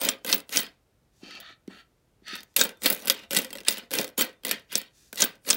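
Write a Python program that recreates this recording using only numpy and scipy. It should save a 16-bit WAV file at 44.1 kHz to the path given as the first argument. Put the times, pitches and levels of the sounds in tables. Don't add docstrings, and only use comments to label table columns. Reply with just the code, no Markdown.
import sys
import numpy as np
from scipy import signal
from scipy.fft import rfft, irfft, next_fast_len
from scipy.io import wavfile
from scipy.ndimage import uniform_filter1d

SR = 44100
rng = np.random.default_rng(int(sys.argv[2]) if len(sys.argv) > 2 else 0)


def inscribe(sig):
    pcm = np.round(np.clip(np.atleast_2d(sig).T, -1, 1) * 32767)
    wavfile.write(sys.argv[1], SR, pcm.astype(np.int16))


def nominal_scale(level):
    x = np.asarray(level, float) / 20
    return 10 ** x


N = 245195


def unit(x):
    return x / np.sqrt(np.mean(x ** 2) + 1e-20)


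def along(points, hz):
    f, v = np.transpose(points)
    return np.interp(np.log(hz + 1), np.log(f + 1), v)


def filtered(x, response):
    m = next_fast_len(N + SR // 2)
    return irfft(rfft(x, m) * response(np.fft.rfftfreq(m, 1 / SR)), m)[:N]


def body(x, modes):
    def response(f):
        h = 0
        for k, (centre, width, db) in enumerate(modes):
            mode = 1j * f * width / (centre * centre - f * f + 1j * f * width)
            h = h + (-1) ** k * nominal_scale(db) * mode
        return unit(np.abs(h)) * np.exp(1j * np.angle(h))
    return filtered(x, response)


def many(x, modes):
    turn = rng.integers(0, 6, N // (SR // 50) + 1).repeat(SR // 50)[:N]
    hz, width, db = np.transpose(modes)
    out = np.zeros(N)
    for k, (detune, tilt) in enumerate(rng.standard_normal((6, 2, len(modes)))):
        variant = np.transpose([hz * (1 + 0.028 * detune), width, db + 3 * tilt])
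        out += body(x * (turn == k), variant)
    return out


def grit(spread_db, clump_s):
    jumps = unit(uniform_filter1d(rng.standard_normal(N), max(1, round(clump_s * SR))))
    noise = rng.standard_normal(N) * nominal_scale(spread_db * jumps)
    return noise * nominal_scale(-spread_db ** 2 * np.log(10) / 20)


def shifting(x, depth_db):
    z = signal.stft(x, nperseg=512)[2]
    field = uniform_filter1d(rng.standard_normal(z.shape), size=3, axis=0)
    field = uniform_filter1d(field, size=10, axis=1)
    return signal.istft(z * nominal_scale(depth_db * unit(field)), nperseg=512)[1][:N]


def ticks(rate, spread_db, t60):
    hits = (rng.random(N) < rate / SR) * nominal_scale(spread_db * rng.exponential(size=N).clip(0, 3))
    decay = nominal_scale(-60 * np.arange(SR // 100) / SR / t60)
    return unit(rng.standard_normal(N) * signal.fftconvolve(hits, decay)[:N])


def blows(rows, level_db, t60, push=False):
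    t = np.arange(SR // 25) / SR
    rows = np.array(rows)
    heft = np.clip(2 + rows[:, 1:2] / 28, 0.5, 2)
    snap = nominal_scale(-60 * t / (0.28 * t60 * heft))
    shiver = nominal_scale(-4.5 - 60 * t / (1.6 * t60 * heft))
    burst = rng.standard_normal((len(rows), len(t))) * (snap + shiver)
    if push:
        burst = np.sign(burst[:, :1]) * (t == 0)
    burst /= np.linalg.norm(burst, axis=1)[:, None]
    at = np.round(rows[:, :1] * SR).astype(int) + np.arange(len(t))
    return np.bincount(at.ravel(), (nominal_scale(level_db)[:, None] * burst).ravel(), N + SR)[:N]


def ringing(rows, t60, rise_s):
    out, t = np.zeros(N + SR), np.arange(SR // 2) / SR
    for s, hz, db in rows:
        envelope = nominal_scale(db - 60 * t / t60) * (1 - np.exp(-t / rise_s))
        out[round(s * SR):][:len(t)] += envelope * np.sin(2 * np.pi * hz * t)
    return out[:N]


# frequency in Hz, density in dB per Hz.
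HISS = [(12, -40), (20, -13), (48, -6.5), (70, -8.5), (91, -10.5), (123, -8.5), (198, -16), (422, -18),
        (1120, -28.5), (14700, -41.5), (16000, -46)]


def hiss():
    return nominal_scale(-67.5) * unit(filtered(rng.standard_normal(N), lambda hz: nominal_scale(along(HISS, hz))))


def stroke(start, stop, level_db, sag_db, rise, fall):
    t = np.arange(0, N, 16) / SR
    after = np.maximum(t - stop, 0)
    held = level_db - sag_db * np.clip((t - start) / (stop - start), 0, 1)
    return held - rise * np.maximum(start - t, 0) - (fall + 340 * (t - stop)) * after


# finger meets coin in seconds, full rub in seconds, coin lets go in seconds,
# scrape level in dB, fade in dB per second.
FLICKS = [(-0.02, 0.018, 0.085, -33.5, 323.5), (0.248, 0.274, 0.34, -34.5, 360.5),
          (0.488, 0.532, 0.59, -31, 280.5), (2.5615, 2.5645, 2.62, -32, 259.5),
          (2.814, 2.846, 2.83, -29, 101), (2.995, 3.085, 3.025, -17.5, 493), (3.3, 3.318, 3.39, -35.5, 253),
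          (3.642, 3.669, 3.554, -17.5, 150), (3.911, 3.93, 3.995, -34.5, 268),
          (4.172, 4.179, 4.2056, -29.5, 286), (4.431, 4.461, 4.527, -35.5, 322),
          (4.679, 4.72, 4.775, -38.5, 249.5), (5.138, 5.198, 5.22, -29.5, 258),
          (5.446, 5.48, 5.47, -32.5, 131)]
# extra rim chatter in dB, extra rumble in dB.
LEAN = [(-3.5, 4.4), (0.5, 2.5), (-4, -3), (2, 5), (1.5, 4.5), (-4.5, 5), (-3, 3.3), (3.5, -10), (-1.5, 6),
        (0, 0), (-18, 0.5), (-15, -5), (-2, 1), (1.5, 4.5)]
# start in seconds, stop in seconds, scrape level in dB,
# sag in dB, rim chatter level in dB.
PUSHES = [
    (1.236, 1.373, -49, -6, -83),
    (1.344, 1.518, -49.5, -1, -87),
    (1.708, 1.807, -52, 0, -71),
    (2.28, 2.347, -37.5, -2, -62.5),
    (2.379, 2.423, -40.5, 17, -55.5),
    (3.11, 3.243, -42, 10.5, -74.5),
    (3.472, 3.64, -61, 16.5, -62.5),
    (3.724, 3.794, -41.5, 0.5, -69),
    (3.79, 3.852, -48, 10.5, -82),
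]
# from in seconds, to in seconds.
SPOTS = [
    (1.1, 1.395),
    (1.395, 1.62),
    (1.62, 2.0),
    (2.0, 2.5),
]


def motion():
    rest_db, build_db = -77.5, 1
    loud_db = -32

    def flicks(gain_db, rises, fades):
        strokes = []
        for (meet, full, go, db, fade), gain in zip(FLICKS, gain_db):
            rise = rises * (db - rest_db) / (full - meet)
            strokes.append(stroke(full, go, db + gain - build_db, -build_db, rise, fades * fade))
        return strokes

    def pushes(level_db, sag_db):
        return [stroke(start, stop, db, sag, rise=710, fall=490)
                for (start, stop, *_), db, sag in zip(PUSHES, level_db, sag_db)]

    start, _, scrape_db, sag_db, edge_db = np.transpose(PUSHES)
    rim_lean, top_lean = np.transpose(LEAN)
    wood = flicks(0 * rim_lean, 0.91, 0.81) + pushes(scrape_db, sag_db)
    rim = flicks(-34.5 - loud_db + rim_lean, 0.55, 1.8) + pushes(edge_db, sag_db)
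    shake_db = -53 + 6 * (start > SPOTS[-1][1])
    top = flicks(-37.5 - loud_db + top_lean, 0.68, 0.63) + pushes(shake_db, 8 + 0 * start)
    levels = [np.max(layer, axis=0).repeat(16)[:N] for layer in (wood, rim, top)]
    return np.maximum(levels, -140)


def lone():
    t = np.arange(N) / SR
    return (t > SPOTS[0][0]) & (t < SPOTS[-1][1])


# frequency in Hz, width in Hz, level in dB.
FLAT = [
    [(1285, 50, -1.5), (1800, 120, -12), (2330, 80, -0.5), (2670, 70, -5), (3140, 170, 3), (3720, 120, -13),
     (4550, 270, 1)],
    [(1290, 150, 2.5), (1910, 140, 2), (2300, 90, 3), (2960, 200, -3), (3670, 260, 4), (4000, 130, 3),
     (4460, 260, 1)],
    [(1320, 58, 5), (1857, 240, 0.5), (2340, 90, 2), (2780, 100, -5.5), (3240, 84, 3.5), (3500, 170, -6),
     (4520, 240, 1)],
    [(1268, 55, 1.5), (1860, 270, -0.5), (2160, 62, 5), (2620, 250, -7), (3660, 280, 4), (4470, 240, 4),
     (5950, 130, -0.5)],
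]
# frequency in Hz, width in Hz, level in dB.
AIRY = [(2870, 2200, -8.5), (5200, 910, -12.5), (6510, 1300, -17)]


def dragging(level_db):
    t = np.arange(N) / SR
    grain = nominal_scale(level_db) * shifting(grit(spread_db=1.5, clump_s=0.003), depth_db=1.2)
    scrape = sum(body(grain * (t > a) * (t <= b), modes + AIRY) for (a, b), modes in zip(SPOTS, FLAT))
    dull_hz = 7530
    return filtered(scrape, lambda hz: (dull_hz / (dull_hz + 1j * hz)) ** 2)


# frequency in Hz, width in Hz, level in dB.
WOOD = [(969, 110, -5), (1273, 84, -1.5), (1511, 79, 0.5), (1749, 90, -2.5), (2012, 170, 2),
        (2518, 216, -1.5), (2730, 120, 1), (3105, 400, 0), (3147, 130, 3.5), (3742, 230, -6.5),
        (4470, 200, 0), (4900, 54, -6), (5656, 67, -7.5), (3900, 2300, -7)]


def wood_scrape(wood_db):
    grain = nominal_scale(wood_db) * shifting(grit(spread_db=2.5, clump_s=0.0022), depth_db=2.0)
    return many(grain * ~lone(), WOOD) + dragging(wood_db)


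# frequency in Hz, width in Hz, level in dB.
TOP = [(183, 78.6, 6), (219, 64.6, 12), (308, 83, 6), (417, 40, 5.5), (532, 84, 2), (684, 27, 0),
       (837, 520, -9)]
# frequency in Hz, width in Hz, level in dB.
PAD = [(194, 22, 2.5), (283, 106, -3.5), (387, 70, -5)]


def table_rumble(top_db):
    shake = nominal_scale(top_db) * shifting(grit(spread_db=3, clump_s=0.012), depth_db=2.5)
    alone = lone()
    return body(shake * ~alone, TOP) + body(shake * alone, PAD + [(700, 400, -12.5)])


# frequency in Hz, width in Hz, level in dB.
METAL = [(4955, 3600, -3.5), (6760, 1700, 1), (7606, 1300, 1.5), (8800, 3200, 1.5), (9820, 1600, -3.5)]
# frequency in Hz, width in Hz, level in dB.
RIM = [(9500, 11000, -7.5), (11680, 230, 2.5), (12600, 600, -2.5), (13500, 3200, 1.5), (13300, 1600, -7.5),
       (17500, 1400, -9)]
# frequency in Hz, width in Hz, level in dB.
RING = [(15500, 150, -8), (15615, 100, -5), (15690, 85, 0)]


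def rim_chatter(rim_db, wood_db):
    force = np.clip((rim_db + 77.5) / 35, 0.3, 1)
    tiny = (rim_db < wood_db) * ticks(rate=350, spread_db=1.0, t60=0.012)
    faces = shifting(grit(4 * force, clump_s=0.0014), depth_db=6.5) + 0.15 * tiny
    faces = nominal_scale(rim_db - 5.5) * faces
    edge_db = rim_db + 0.11 * (rim_db + 37.0) + 0.3 * np.minimum(rim_db - wood_db + 4.0, 0)
    edge = shifting(grit(4 * force, clump_s=0.0015), depth_db=3.5) + 0.8 * tiny
    edge = nominal_scale(edge_db) * edge
    return many(faces, METAL) + nominal_scale(-4.0) * many(edge, RIM) + nominal_scale(-7.0) * body(edge, RING)


def sliding():
    wood_db, rim_db, top_db = motion()
    return wood_scrape(wood_db) + table_rumble(top_db) + rim_chatter(rim_db, wood_db)


# time in seconds, metal clack in dB, then relative to it
# rim tick in dB, wood tap in dB, table knock in dB.
SLAPS = [(0.088, -12.5, -10, -5, -22), (0.3273, -11.5, -16, -4, -31), (0.3346, -24.5, -13, -4, -1),
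         (0.571, -14.5, -12, -6, -16.5), (0.576, -18.5, -18, -21.5, -15.5), (2.564, -20.5, 12, 6, -22),
         (2.593, -27, -13, -6, -21.5), (2.6125, -11.5, -30.5, -2.5, -16), (2.8588, -17, 8, 5.5, -3.5),
         (2.9011, -25.5, 15, 6.5, -0.5), (3.0806, -27, 9.5, 4.5, -23), (3.0989, -13.5, 3.5, 1.5, -15),
         (3.3655, -16.5, -21, -4, -29), (3.3716, -14.5, -20, -9, -10), (3.6833, -9.5, -13, -8, -15.5),
         (3.9868, -20, -13, -0.5, -16), (4.21, -25, 11, 5, 2), (4.2185, -20, -9, -7, -7),
         (4.512, -22, 4.5, 5, -6.5), (4.7543, -13, -10.5, -16, -14), (5.2075, -17.5, -12, -11.5, -20.5),
         (5.2203, -11, -15, -11, -17), (5.2253, -19.5, -10, -2, -5.5), (5.5023, -9, -16, -20, -23),
         (5.5065, -13, -19, -5, -13.5), (2.8635, -22.5, -3.5, 8.5, -7.5), (5.5298, -20.5, -4, -4, -9)]
# time in seconds, metal clack in dB, brightness (rim over wood) in dB.
NUDGES = [(0.0146, -33, 6.5), (0.2472, -35.5, 0.5), (0.2639, -37, 7), (0.493, -44, 2.5),
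          (0.5231, -47.5, -0.5), (2.8194, -42, -3), (3.0502, -47, 8), (3.0564, -42.5, 17.5),
          (3.3081, -33.5, 3), (3.677, -41, -22), (3.9082, -40, -4), (3.9149, -36, 5), (4.1807, -28.5, 5),
          (4.435, -49.5, -2), (4.4497, -35.5, -9.5), (5.1287, -38, 4.5), (5.1581, -45.5, 14),
          (5.4767, -50, 5)]
# time in seconds, clack
# in dB, brightness in dB.
JOSTLES = [(0.034, -36.5, -5), (0.0514, -30, -12), (0.3439, -31.5, 6), (0.59, -29, 8), (1.3085, -76, -69),
           (1.352, -78, -62), (2.6371, -33, 26), (2.651, -30.5, -4), (2.9239, -31, 12), (2.9282, -29, 12),
           (3.073, -29.5, 4), (3.3316, -27, 6), (3.3879, -26.5, 7.5), (3.7081, -32, 2), (3.7184, -39.5, -3),
           (3.9369, -26, 6), (4.0132, -29, 2), (4.0445, -31.5, -0.5), (4.1968, -30.5, 7), (4.468, -33.5, 7),
           (4.482, -37, 16), (4.529, -41, -3), (4.7806, -37.5, 22), (5.1444, -52, 14), (5.241, -26.5, 9),
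           (5.545, -31.5, 4)]
# time in seconds, clack in dB, brightness in dB.
SETTLES = [(0.3803, -39, 6.5), (0.4029, -45, 2), (1.402, -47, 5), (2.354, -36, -6.5), (2.364, -41.5, -1.5),
           (2.406, -48, 2), (2.432, -48, 6.5), (2.6922, -43, 6.5), (3.0015, -50, 7), (3.192, -51.5, -14),
           (3.236, -61.5, -29), (3.4192, -41.5, 15), (3.4468, -35.5, -4), (3.5052, -44, -4),
           (3.5292, -36.5, -2), (3.5534, -38.5, -6), (3.572, -43.5, -1.5), (3.5846, -45.5, -13),
           (3.6043, -46, -9.5), (3.6336, -54, -7), (3.6497, -50, -21), (3.7423, -45.5, -13),
           (3.7713, -40, 1), (3.781, -37.5, 7), (3.787, -50.5, 13), (0.0075, -50.5, 6.5),
           (0.6402, -50.5, 7.5), (4.078, -43.5, 4), (4.249, -43, 19.5), (4.596, -56, 2.5),
           (4.8158, -42.5, -2), (5.355, -59, 0.5)]
# time in seconds, clack in dB, brightness in dB.
STRAYS = [(0.067, -37, 11.5), (0.114, -41.5, -1), (0.317, -35.5, 15), (0.5599, -25.5, 0), (0.6165, -41, 11),
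          (2.282, -49, -21), (2.835, -34.5, 14), (3.429, -46, 10), (3.698, -35, 13.5), (4.7275, -37, 8.5),
          (5.4897, -31, -5), (0.665, -50.5, -17), (0.143, -64, 13.5), (0.185, -69.5, 7), (0.298, -29, 0.5),
          (0.505, -56.5, 16), (0.632, -43, 8.5), (1.677, -56, -15), (2.541, -63.5, 6.5), (2.668, -47.5, 11),
          (2.706, -61, 12.5), (2.716, -63, 7), (2.772, -64.5, 10.5), (2.964, -44.5, 12.5),
          (2.976, -48, 11.5), (3.1205, -36, 14), (3.147, -47, 12.5), (3.5085, -48, -5), (3.533, -44.5, 2),
          (3.563, -51.5, 3.5), (5.5226, -41, 15), (5.238, -31, 3), (3.611, -55, -12.5), (3.735, -45, 14),
          (3.751, -60, 2.5), (4.07, -49, 3.5), (4.09, -53, 11), (2.6056, -25.5, 3.5), (4.1, -59, 8),
          (4.329, -62.5, -0.5), (4.62, -71.5, 9.5), ]
# time in seconds, clack in dB, brightness in dB.
CHATTER = [(0.0354, -31.5, 7.5), (0.049, -29, 9.5), (0.122, -49.5, 6.5), (0.2922, -34, 3.5),
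           (0.3602, -38.5, 13), (0.3874, -47, -2), (0.394, -48, 0), (0.526, -39, 3), (0.5503, -33.5, 3.5),
           (0.602, -34, 8.5), (1.4084, -50, -2), (2.5936, -31, -11), (2.8446, -44, 13), (2.8767, -33.5, 13),
           (2.8843, -34.5, 7.5), (2.936, -39.5, 7), (2.9481, -39.5, 18), (2.9845, -54.5, 1),
           (2.994, -52.5, 14), (3.022, -53.5, 5.5), (3.032, -58, -2), (3.1103, -37, 9), (3.124, -40.5, 6.5),
           (3.1427, -46, -1), (3.1767, -57, 3), (3.3142, -35, 5.5), (3.348, -26, 3), (3.3591, -33.5, -1.5),
           (3.3663, -23.5, 1), (3.4166, -43.5, 5.5), (3.4236, -47.5, 2.5), (3.434, -52.5, 8),
           (3.439, -53.5, 9), (3.453, -49.5, 2), (3.4683, -53.5, 1)]
# time in seconds, clack in dB, brightness in dB.
RATTLE = [(3.5921, -54, 4), (3.6703, -45, 2.5), (3.713, -36, 5.5), (3.716, -34, 15), (3.725, -31.5, 5),
          (3.732, -42.5, 14), (3.7393, -42, 2.5), (3.761, -51, -13), (3.9226, -49.5, 8.5),
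          (3.931, -36, 4.0), (3.9523, -29, 14.5), (4.002, -36.5, 8), (4.03, -36.5, -4), (4.037, -50.5, 6.5),
          (4.2229, -25, 5), (4.2427, -35, 8.5), (4.2949, -59, -16), (4.4497, -27.5, 12),
          (4.4662, -38.5, 6.5), (4.493, -30, 7), (4.7209, -42.5, 5.5), (4.7347, -43.5, 17.5),
          (4.776, -33.5, 16.5), (5.1743, -34.5, -8), (5.1798, -36, -1), (5.1861, -35, -1), (5.2035, -24, 4),
          (5.222, -24, 5), (5.2475, -33.5, 12), (5.4493, -52, -11), (5.464, -61, 4), (5.4895, -29, 8),
          (5.4956, -38, 10)]
# rim and wood in dB, table knock in dB.
LIGHT = [
    (6, 0.5),
    (3.5, -1),
    (3.5, -1),
    (3.5, -5.5),
    (5.5, -8),
    (0.5, -15.5),
]


def all_contacts():
    light = []
    for rows, (over, knock) in zip([NUDGES, JOSTLES, SETTLES, STRAYS, CHATTER, RATTLE], LIGHT):
        for s, db, bright in rows:
            light.append((s, db, over + bright / 2, over - bright / 2, knock))
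    return SLAPS + light


# time in seconds, level in dB.
FREE = [(0.344, -15.5), (0.0164, -31.5), (0.033, -27.5), (0.099, -31), (0.107, -37.5), (0.564, -24.5),
        (0.5727, -24), (2.6035, -27.5), (2.638, -23), (3.317, -34.5), (3.697, -36), (3.741, -38.5),
        (3.977, -30), (4.045, -35.5), (4.4645, -34.5), (5.205, -28.5), (3.5298, -39.5), (0.605, -25.5),
        (3.937, -27.5), (1.4035, -47), (2.6151, -25.5), (2.9013, -18), (2.929, -24), (3.387, -24),
        (3.708, -24.5), (4.01, -30), (4.1953, -29.5), (4.2176, -17.5), (4.7808, -23.5), (5.2196, -28),
        (5.2485, -20.5), (5.5307, -32), (5.544, -25.5), (2.876, -23.5), (0.049, -22)]


def contacts():
    hits = all_contacts()
    s, db, rim_db, wood_db, top_db = np.transpose(hits)
    top_db = top_db - 8 * ((s > SPOTS[0][0]) & (s < SPOTS[-1][1]))
    clack = many(blows(hits, db + 19.5, t60=0.012), METAL)
    tick = many(blows(hits, db + rim_db + 16.5, t60=0.026), RIM)
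    tap = many(blows(hits, db + wood_db + 18.5, t60=0.026), WOOD)
    knock = body(blows(hits, db + top_db + 21.5, t60=1, push=True), TOP)
    held = blows(hits, db - 16.5 + 22, t60=0.005)
    free = blows(FREE, np.transpose(FREE)[1] + 22, t60=1, push=True)
    return clack + tick + tap + knock + body(held + free, RING)


# time in seconds, frequency in Hz, level in dB.
THUDS = [(0.014, 534, -31), (0.014, 264, -35), (0.049, 538, -35), (0.089, 251, -30.5), (0.247, 520, -33.5),
         (0.328, 249, -28.5), (0.572, 286, -28.5), (2.599, 533.5, -31.5), (2.859, 240, -34.5),
         (2.9, 528.5, -34), (3.098, 310.6, -31.5), (3.684, 205, -28), (3.097, 531, -26.5),
         (3.31, 560, -34.5), (3.367, 196, -26), (3.446, 521, -36), (3.553, 560, -37), (3.915, 538, -30),
         (3.95, 483, -28), (3.99, 510, -31.5), (4.03, 521, -34), (4.24, 520, -38), (4.47, 511, -32.5),
         (4.181, 546, -32), (4.211, 234, -34), (4.512, 196.4, -29.5), (5.222, 239, -29)]


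def thuds():
    return ringing(THUDS, t60=0.12, rise_s=0.003)


# time in seconds, wood-side frequency in Hz, metal-side frequency in Hz, level in dB.
CLINKS = [(0.087, 3660, 8100, -24), (0.3268, 4600, 5920, -24.5), (0.571, 1953, 5500, -28),
          (2.563, 2717, 11400, -21), (2.6125, 3744, 7970, -11.5), (2.8588, 4396, 1945, -16),
          (3.0989, 3740, 2380, -20), (3.3655, 3770, 8100, -22), (3.372, 3820, 4330, -20),
          (3.6833, 3510, 8230, -16.5), (4.21, 4390, 12340, -22), (4.512, 2500, 3450, -32),
          (4.7543, 3824, 5200, -21), (5.2207, 6440, 7540, -17.5), (5.2255, 3870, 5000, -21),
          (5.503, 6540, 8680, -15), (5.5065, 5260, 6560, -12)]


def clinks():
    wood_side = [(s, hz, db) for s, hz, _, db in CLINKS]
    metal_side = [(s, hz, db - 5) for s, _, hz, db in CLINKS]
    return ringing(wood_side + metal_side, t60=0.034, rise_s=0.0004)


# time in seconds, frequency in Hz, level in dB.
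HUMS = [
    (0.088, 3068, -61),
    (2.6125, 3582, -55),
    (3.0989, 3582, -59),
    (3.6833, 3582, -58),
    (4.21, 3585, -64),
]


def hums():
    flutter = nominal_scale(4 * unit(uniform_filter1d(rng.standard_normal(N), size=SR // 60)))
    return flutter * ringing(HUMS, t60=0.6, rise_s=0.004)


# middle in seconds, half length in seconds, level in dB.
BRUSHES = [
    (1.263, 0.12, -68),
    (2.53, 0.071, -74),
    (5.023, 0.085, -62),
]
# frequency in Hz, density in dB per Hz.
SKIN = [(880, -40.5), (1500, -9.5), (3120, -9), (3520, -5), (5330, -3), (5770, -1), (16000, -17)]


def skin():
    t = np.arange(N) / SR
    level_db = np.max([db - 8 * ((t - s) / half) ** 4 for s, half, db in BRUSHES], axis=0)
    rustle = grit(spread_db=1.5, clump_s=0.002)
    return nominal_scale(level_db) * unit(filtered(rustle, lambda hz: nominal_scale(along(SKIN, hz))))


# time in seconds, level in dB.
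TOUCH = [
    (1.23, -12),
    (1.678, -5),
    (2.22, -27),
    (2.33, -11),
]


def fingertip():
    return body(blows(TOUCH, np.transpose(TOUCH)[1], t60=1, push=True), PAD)


# frequency in Hz, t60 in seconds.
ROOM = [(200, 0.15), (600, 0.31), (2000, 0.25), (6000, 0.077), (12000, 0.065), (16000, 0.12)]


def room(x):
    out, size = np.zeros(N + SR), SR // 5
    for start in range(0, N, size):
        hz, t, z = signal.stft(rng.standard_normal(SR // 3), SR, nperseg=256)
        decay = nominal_scale(-60 * t / along(ROOM, hz)[:, None])
        tail = signal.istft(z * decay, SR, nperseg=256)[1]
        wet = signal.fftconvolve(x[start:start + size], tail / np.linalg.norm(tail))
        out[start + SR // 300:][:len(wet)] += wet
    return out[:N]


# delay in seconds, gain as a plain factor.
NEAR = [
    (0.00095, -0.13),
    (0.00116, 0.1),
    (0.0016, 0.13),
]


def scene():
    coins = contacts() + sliding() + fingertip() + skin() + clinks() + hums() + thuds()
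    coins = filtered(coins, lambda hz: (1j * hz / (135 + 1j * hz)) ** 2)
    coins = filtered(coins, lambda hz: 1 + sum(g * np.exp(-2j * np.pi * hz * s) for s, g in NEAR))
    tail = nominal_scale(-14) * room(coins)
    return (coins + tail + hiss())[None]


def top_cut(x):
    return signal.sosfilt(signal.butter(12, 17000, fs=SR, output="sos"), x)


# frequency in Hz, gain in dB.
EDGE = [(25, -20), (40, 0), (15850, 0), (16050, -26), (16600, -30), (17000, -60)]


def record(dry):
    ceiling = 0.82
    rounded = dry[0] / (1 + (dry[0] / ceiling) ** 4) ** 0.18
    heard = filtered(rounded, lambda hz: nominal_scale(along(EDGE, hz)))
    return top_cut(heard[None])


dry = scene()
out = record(dry)
inscribe(out)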